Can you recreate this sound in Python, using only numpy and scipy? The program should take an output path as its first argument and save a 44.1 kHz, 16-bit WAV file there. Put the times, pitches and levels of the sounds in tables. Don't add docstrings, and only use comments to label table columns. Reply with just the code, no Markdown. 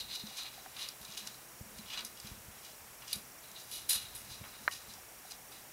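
import sys
import numpy as np
from scipy import signal
from scipy.fft import rfft, irfft, next_fast_len
from scipy.io import wavfile

SR = 44100
rng = np.random.default_rng(int(sys.argv[2]) if len(sys.argv) > 2 else 0)


def waveform_to_disk(signal):
    frames = np.transpose(np.atleast_2d(signal))
    scaled = np.clip(frames, -1, 1) * 32767
    samples = np.round(scaled).astype(np.int16)
    wavfile.write(sys.argv[1], SR, samples)


N = 252252

# (peak time [s], rise [s], fall [s], pipe ring level [dB],
#  then relative to the pipe ring: pipe wall [dB], claw tips [dB], boards [dB], board thud [dB])
CLAW_STROKES = [(0.002, 0.018, 0.052, -40.5, -5.5, -8.5, -8, -19),
                (0.12, 0.077, .1, -42.5, -13, -26, -7, -15),
                (0.158, 0.057, 0.039, -38.5, -4, -11, -12, -28),
                (0.206, .03, 0.033, -42.5, -9, -17, -12, -20), (0.33, 0.35, .1, -53.5, -4, -9, -5.5, -11),
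                (0.385, 0.036, 0.095, -40, -3.5, -13, -8, -13),
                (0.462, 0.044, 0.074, -47, -8, -14, -3.5, -11), (0.534, .03, 0.51, -59.5, -0.5, -7, -3, -7),
                (0.767, 0.015, .05, -55.5, -11, -22, -6, 2.5), (0.821, 0.082, 0.12, -45, -2, -7.5, -2, -10),
                (1.03, .05, .2, -62.5, 1, -2, -9, -4), (1.14, 0.17, 0.11, -56, -2, -12, 0, -6),
                (1.175, 0.012, 0.1, -46.5, 2, -3, -2, -18), (1.277, 0.051, .03, -50, -1, -5, -9, -4),
                (1.295, .02, .25, -60.5, 0, -4, -6, -12), (1.784, .09, .09, -57.5, -3, -2, -8, -10),
                (1.9, .1, .1, -62, 3, -14, -1, -9), (1.942, 0.093, 0.059, -48.5, -0.5, -20, 4, -4.5),
                (1.979, 0.047, 0.092, -47, -5, -21, -2.5, -1), (2.052, .01, 0.091, -57, 7.5, 7, -6, -8),
                (2.17, 0.016, 0.098, -62, 1, -10, 2, -5), (2.266, .1, 0.17, -58.5, 3, -3, -0.5, -1.5),
                (2.584, 0.23, .07, -67, -5, -4, 1, -6), (2.652, 0.042, 0.14, -57.5, 3.5, -8, 0, -14),
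                (3.03, 0.029, .04, -63.5, -16, -13, 1, 8.5), (3.116, 0.076, 0.025, -51, 5, -4, 2, -9),
                (3.135, 0.0073, .025, -44.5, 0, 3, -5, -10), (3.154, .02, 0.11, -56, 3, 9.5, -2, -5),
                (3.436, .03, .16, -58.5, -15, -2, -6, -9), (3.562, 0.031, .08, -53.5, -12, -15, -7, -12),
                (3.6, 0.048, 0.17, -60, 6.5, 2, -3, -9), (3.733, 0.041, 0.16, -45, 0.5, 3.5, -5, -17),
                (3.901, 0.013, 0.15, -36.5, 1, 6.5, -2.5, -15.5),
                (3.934, 0.037, .1, -36, -6, 1.5, -17, -15), (4.02, 0.057, 0.42, -57, -6, -3, -9, -8),
                (4.128, .035, 0.083, -57, -7, -2, -6, -15), (4.153, .006, 0.17, -58.5, 6, 13.5, 0.5, -4.5),
                (4.312, 0.074, 0.18, -53, 0, -3.5, -6.5, -10), (4.44, 0.008, 0.051, -68, -2, 0, -4, 20),
                (4.486, .1, .12, -62.5, 0, -2, -7, -10), (4.56, 0.11, .12, -58, -11, -12, -6, -4),
                (4.65, 0.19, .1, -62, 1, 1, -10, -14), (4.723, 0.023, 0.15, -51.5, 5, 1.5, -3.5, -7),
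                (4.899, .04, 0.08, -56.5, -2, -6, -9, -20), (4.935, .04, 0.19, -66.5, 8, 2, 3, -8),
                (5.27, .05, .1, -63, -5, 2, -12, -6), (5.314, 0.028, 0.056, -55.5, 7.5, -3, 0, -13),
                (5.517, 0.0079, .15, -56.5, -2, -3, -5.5, -6)]
# (time [s], pipe ring level [dB],
#  then relative to the pipe ring: pipe wall [dB], claw tips [dB], boards [dB])
CLAW_CLICKS = [(0.1, -38, -8, -16, -12), (0.2059, -38, -15, -19, -18), (0.268, -37, -1, -17, -6),
               (0.3708, -35, -2, -7, -9), (0.4322, -39, -2, -3, -8), (0.7653, -37.5, -6, -16, 1.5),
               (0.7846, -44, -5, -3, 3), (0.8274, -33, -5, -13, -9), (0.887, -44.5, 15, 7.5, -1),
               (1.0141, -50.5, -1, 8.5, -1), (1.049, -40.5, 2, -4, -8), (1.08, -48, 0, -6, -9),
               (1.102, -45, 1, -7, -7), (1.113, -50, 4, -6, -6), (1.121, -41, 0, -11, -6),
               (1.136, -50, 4, -6, -4), (1.1486, -47, 5, -4, -5), (1.175, -40, 8, -3, -17),
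               (1.272, -32, 4, -12, -8), (1.3438, -43, -7, -8, -8), (1.7852, -40.5, 1, -7, -1.5),
               (1.8584, -49, -1, -4, 2), (1.882, -51, -3, -9, -3), (1.9013, -37, -6, -14, 2),
               (1.9364, -38, -2, -16, -5), (1.9735, -37, 2, -15, 5), (1.98, -43, 3, -15, -5),
               (1.991, -33.5, 1, -17, 1), (2.007, -36, 1, -15, -7), (2.0487, -42.5, 10, 11.5, -11),
               (2.172, -53, 7, 1, 8), (2.2002, -48, 15, 2, -13), (2.2706, -43.5, 5, -2, -3),
               (2.6477, -47.5, 6, -5, -1), (3.0205, -46, -11, -10, 5), (3.079, -41.5, 3, -6, -4),
               (3.129, -27.5, 1, 5, -4), (3.1307, -27, -4, 2, -6), (3.5149, -52, 5, 9, -1),
               (3.5608, -37.5, -11, -18, -12), (3.714, -36, -11, -3, -4), (3.891, -34, -2, 7, 3),
               (3.8943, -25, -14, 7.5, -18), (4.15, -50, -6, 12, -6), (4.712, -46, -4, 2, 6),
               (4.9365, -50, 9, -1, -9), (5.309, -44.5, -3, 1, -2), (5.319, -50, 1, 2, -4)]
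# (pitch [Hz], nominal width [Hz], relative level [dB])
PIPE_RING = [(3736, 41, 2.5), (3812, 46, 3.5), (3878, 61, 2), (4020, 65, 4), (4126, 51, 1), (4115, 31, 1.5),
             (4273, 276, -2.5)]
PIPE_WALL_RING = [(4677, 215, 4), (4990, 290, -0.5), (5590, 330, -1.5), (6100, 200, 3.5),
                  (6460, 1800, -4.5)]
CLAW_TIP_RING = [(6950, 200, -8), (7400, 80, -12), (8050, 200, -6), (9400, 150, 0), (10050, 250, -4),
                 (10600, 150, -1), (10950, 200, 0), (11500, 250, -5), (12050, 300, -4), (13300, 600, -12),
                 (14700, 900, -19)]
BOARD_RING = [(2450, 250, -7), (2890, 60, 2), (3150, 200, -6), (3480, 100, -2)]
BOARD_THUD_RING = [(980, 564, -0.67), (1620, 440, 1.3), (1970, 640, -0.97)]
FALL_SHARES = [0.87, 0.75, 0.64, 0.9, 1.17]
# (pitch [Hz], relative level [dB per Hz])
HISS_SHAPE = [(18, -37), (30, -7.5), (70, -7.5), (90, -24), (121, -2.5), (145, -8), (215, -7.5),
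              (437, -6.5), (780, -5), (844, -5.5), (2290, -8.5), (3870, -15), (6210, -10.5), (14400, -10.5),
              (16000, -11)]
# (time [s], relative level [dB])
CAMERA_PIPS = [(0.175, -52), (0.311, -47), (0.445, -50), (0.578, -45), (0.661, -41), (4.982, -47),
               (5.116, -49), (5.25, -45.5), (5.316, -50), (5.384, -49), (5.512, -51), (5.648, -54)]
# (time [s], relative thud level [dB], thud pitch [Hz], shell ring relative to that level [dB])
CAMERA_BUMPS = [(0.234, -43.5, 148, -3), (1.009, -56, 56.5, -6), (1.089, -49, 147, -12),
                (1.609, -40.5, 101, -12), (1.659, -52, 126, -4), (1.79, -59, 127, 9.5),
                (2.244, -45.5, 129, -6), (2.315, -42.5, 77, -14.5), (2.482, -48.5, 86.1, -10),
                (2.816, -53.5, 106, -15), (3.015, -64, 127, -16), (3.145, -60, 127, 1),
                (3.161, -42.5, 140, -7.5), (3.957, -51, 67.3, -11), (4.042, -51.5, 110, -15),
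                (4.179, -63, 61.9, -16), (4.401, -50, 97, -13), (4.412, -42.5, 110, -11),
                (4.879, -57, 78.1, -7), (4.96, -57, 99.6, -11)]
# (time [s], rumble level [dB], relative shell rub level [dB])
HAND_GRIP = [(0.05, -65, -63), (0.37, -81, -81), (0.67, -74, -68), (1.05, -78, -92), (1.22, -73.5, -63),
             (1.62, -80, -75.5), (1.8, -62, -64), (2.04, -76, -64), (2.28, -68, -72), (2.63, -69, -72),
             (2.9, -79, -89), (3.18, -68, -68), (3.5, -78, -79), (4.11, -59, -72.5), (4.38, -65.5, -62),
             (4.75, -69.5, -75), (5.11, -70.5, -82), (5.72, -82, -82)]
# (time [s], level [dB])
FLOOR_KNOCKS = [(0.66, -42), (4.6779, -13.8)]
# (pitch [Hz], level relative to the pop [dB], time to fall 60 dB [s])
FLOOR_TONES = [(620, -30, 0.029), (790, -20, 0.031), (1008, -16, 0.032), (1126, -30.5, 0.14),
               (1230, -26, 0.04), (1860, -37, 0.33), (2000, -28, 0.1), (2290, -15.5, 0.025),
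               (2830, -21, 0.015), (4040, -21.5, 0.026)]

SLIPS_PER_S = 2500
STROKE_SWELL_DB = 20
CLICK_T60_S = 0.017
SNAP_DB, SNAP_T60_S, SNAP_ABOVE_HZ = -6, 0.0056, 2400
ROOM_T60_S, ROOM_DB, WALL_CUT_HZ = 0.17, -17, 9000
HISS_DB = -52.5
HUM_HZ, HUM_WIDTH_HZ, HUM_DB = 122.64, 3.3, -76
FRAMES_PER_S = 30
TICK_START_S, TICK_HZ, TICK_LENGTH_S, TICK_DB = 0.021, 5605, 0.0035, -56.5
PIP_HZ, PIP_T60_S = 765, 0.042
SHELL_HZ, SHELL_T60_S = 214.3, 0.17
THUD_CYCLES = 3.44
KNOCK_HZ, KNOCK_RISE_S = 1640, 0.00072
KNOCK_ECHO_S, KNOCK_ECHO_DB = 0.0033, -9


def from_db(db):
    return 10 ** (np.asarray(db) / 20)


def rms_one(x):
    return x / np.sqrt(np.mean(x ** 2) + 1e-20)


def in_time(rows):
    s, *columns = np.transpose(rows)
    return [np.interp(np.arange(N) / SR, s, column) for column in columns]


def drift(rate):
    r = np.exp(-2 * np.pi * rate / SR)
    noise = rng.standard_normal(N + SR)
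    return rms_one(signal.lfilter([1], [1, -2 * r, r * r], noise)[SR:])


def resonate(x, hz, width_hz):
    r = np.exp(-np.pi * width_hz / SR)
    top = [(1 - r * r) / 2, 0, (r * r - 1) / 2]
    return signal.lfilter(top, [1, -2 * r * np.cos(2 * np.pi * hz / SR), r * r], x)


def body(x, peaks):
    unit = np.zeros(4096)
    unit[0] = 1
    response = np.zeros(4096)
    for k, (hz, width_hz, db) in enumerate(peaks):
        ring = resonate(resonate(unit, hz, 1.6 * width_hz), hz, 4.0 * width_hz)
        response += (-1) ** k * from_db(db) * ring
    return signal.fftconvolve(x, response / np.sqrt(np.sum(response ** 2)))[:N]


def add(out, s, piece):
    i = round(s * SR)
    out[i:i + len(piece)] += piece[:N - i]


def damped(hz, t60):
    t = np.arange(int(t60 * SR)) / SR
    return np.sin(2 * np.pi * hz * t) * from_db(-60 * t / t60)


def claw_slips():
    sizes = from_db(2.8 * np.minimum(rng.exponential(1, N), 5)) * rng.choice([-1, 1], N)
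    slips = sizes * (rng.random(N) < SLIPS_PER_S / SR)
    slips = slips + 0.37 * rng.standard_normal(N)
    return rms_one(slips) * from_db(1.5 * drift(92))


def stroke_strength():
    power = np.zeros((5, SR + N))
    t = np.arange(-SR, SR) / SR
    for s, rise, fall, ring_db, *above_db in CLAW_STROKES:
        i = round(s * SR)
        for k, db in enumerate([0, *above_db]):
            rising = -t / max(rise, 0.003)
            falling = t / max(fall * FALL_SHARES[k], 0.003)
            lost_db = STROKE_SWELL_DB * np.maximum(rising, falling)
            power[k, i:i + 2 * SR] += from_db(2 * (ring_db + db - lost_db))[:SR + N - i]
    return np.sqrt(power[:, SR:])


def claws():
    bodies = [PIPE_RING, PIPE_WALL_RING, CLAW_TIP_RING, BOARD_RING, BOARD_THUD_RING]
    slips = claw_slips()
    push = stroke_strength() * slips
    snap = np.zeros(N)
    t = np.arange(SR // 10) / SR
    bursts = rng.standard_normal((len(CLAW_CLICKS), SR // 10))
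    for (s, ring_db, *above_db), burst in zip(CLAW_CLICKS, bursts):
        fade = from_db(ring_db - 4.0 - 60 * t / CLICK_T60_S)
        for k, db in enumerate([0, *above_db]):
            add(push[k], s, fade * burst * from_db(db))
        tips_db = ring_db + above_db[1]
        snap_fade = from_db(tips_db + SNAP_DB - 60 * t / SNAP_T60_S)
        add(snap, s, burst[::-1] * snap_fade)
    snap = signal.sosfilt(signal.butter(2, SNAP_ABOVE_HZ, "high", fs=SR, output="sos"), snap)
    return snap + sum(body(force, peaks) for force, peaks in zip(push, bodies))


def room(x):
    size = next_fast_len(N + SR)
    hz = np.arange(size // 2 + 1) * SR / size
    dull = 1 / (1 + (hz / WALL_CUT_HZ) ** 2)
    echoes = 0
    for k, lag in enumerate(rng.uniform(0.008, 0.03, 8)):
        delay = np.exp(-2j * np.pi * hz * lag)
        loop = from_db(-60 * lag / ROOM_T60_S) * dull ** (lag * 20) * delay
        echoes = echoes + (-1) ** k * loop / (1 - loop)
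    return irfft(rfft(x, size) * echoes, size)[:N]


def preamp_hiss():
    hz = np.maximum(np.arange(N // 2 + 1) * SR / N, 1)
    shape_hz, shape_db = np.array(HISS_SHAPE).T
    shape = np.interp(np.log(hz), np.log(shape_hz), shape_db)
    noise = rfft(rng.standard_normal(N))
    return from_db(HISS_DB) * rms_one(irfft(noise * from_db(shape), N))


def mains_hum():
    hum = resonate(rng.standard_normal(N), HUM_HZ, HUM_WIDTH_HZ)
    hum = resonate(hum, HUM_HZ, HUM_WIDTH_HZ)
    return from_db(HUM_DB) * rms_one(hum)


def picture_ticks():
    out = np.zeros(N)
    t = np.arange(-SR // 100, SR // 100) / SR
    tick = np.sin(2 * np.pi * TICK_HZ * t) * np.exp(-(t / TICK_LENGTH_S) ** 2)
    times = np.arange(TICK_START_S - 0.01, N / SR, 1 / FRAMES_PER_S)
    for s, db in zip(times, rng.normal(TICK_DB, 1.8, len(times))):
        add(out, s, from_db(db) * tick)
    return out


def pips():
    out = np.zeros(N)
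    pip = damped(PIP_HZ, PIP_T60_S)
    pip = pip * np.minimum(np.arange(len(pip)) / (0.0017 * SR), 1)
    for s, db in CAMERA_PIPS:
        add(out, s, from_db(db + 1.0) * pip)
    return out


def camera():
    return preamp_hiss() + mains_hum() + picture_ticks() + pips()


def hand():
    bumps = np.zeros(N)
    for s, db, hz, shell_db in CAMERA_BUMPS:
        thud = damped(hz, THUD_CYCLES / hz)[SR // 2000:]
        add(bumps, s, -from_db(db + 7.5) * thud)
        add(bumps, s, from_db(db + shell_db + 5.0) * damped(SHELL_HZ, SHELL_T60_S))
    bumps = signal.sosfilt(signal.butter(2, [45, 900], "band", fs=SR, output="sos"), bumps)
    rumble_db, rub_db = in_time(HAND_GRIP)
    low_band = signal.butter(2, [40, 110], "band", fs=SR, output="sos")
    rumble = signal.sosfilt(low_band, rng.standard_normal(N))
    rub = resonate(rng.standard_normal(N), SHELL_HZ, width_hz=28)
    rub = from_db(rub_db - 2.5 + 4.9 * drift(19)) * rms_one(rub)
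    rumble = from_db(rumble_db + 2.7 * drift(3.7)) * rms_one(rumble)
    return bumps + rub + rumble


def knocks():
    out = np.zeros(N)
    t = np.arange(SR // 4) / SR - 2 * KNOCK_RISE_S
    knock = -np.cos(2 * np.pi * KNOCK_HZ * t) * np.exp(-(t / KNOCK_RISE_S) ** 2)
    for hz, db, t60 in FLOOR_TONES:
        add(knock, KNOCK_RISE_S, from_db(db) * damped(hz, t60)[:SR // 5])
    for s, db in FLOOR_KNOCKS:
        add(out, s, from_db(db) * knock)
        add(out, s + KNOCK_ECHO_S, from_db(db + KNOCK_ECHO_DB) * knock)
    return signal.sosfilt(signal.butter(2, 420, "high", fs=SR, output="sos"), out)


def scene():
    animal = claws()
    mono = animal + from_db(ROOM_DB) * room(animal) + camera() + hand() + knocks()
    return np.array([mono, mono])


def record(dry):
    return signal.sosfilt(signal.cheby2(16, 60, 16250, fs=SR, output="sos"), dry)


dry = scene()
out = record(dry)
waveform_to_disk(out)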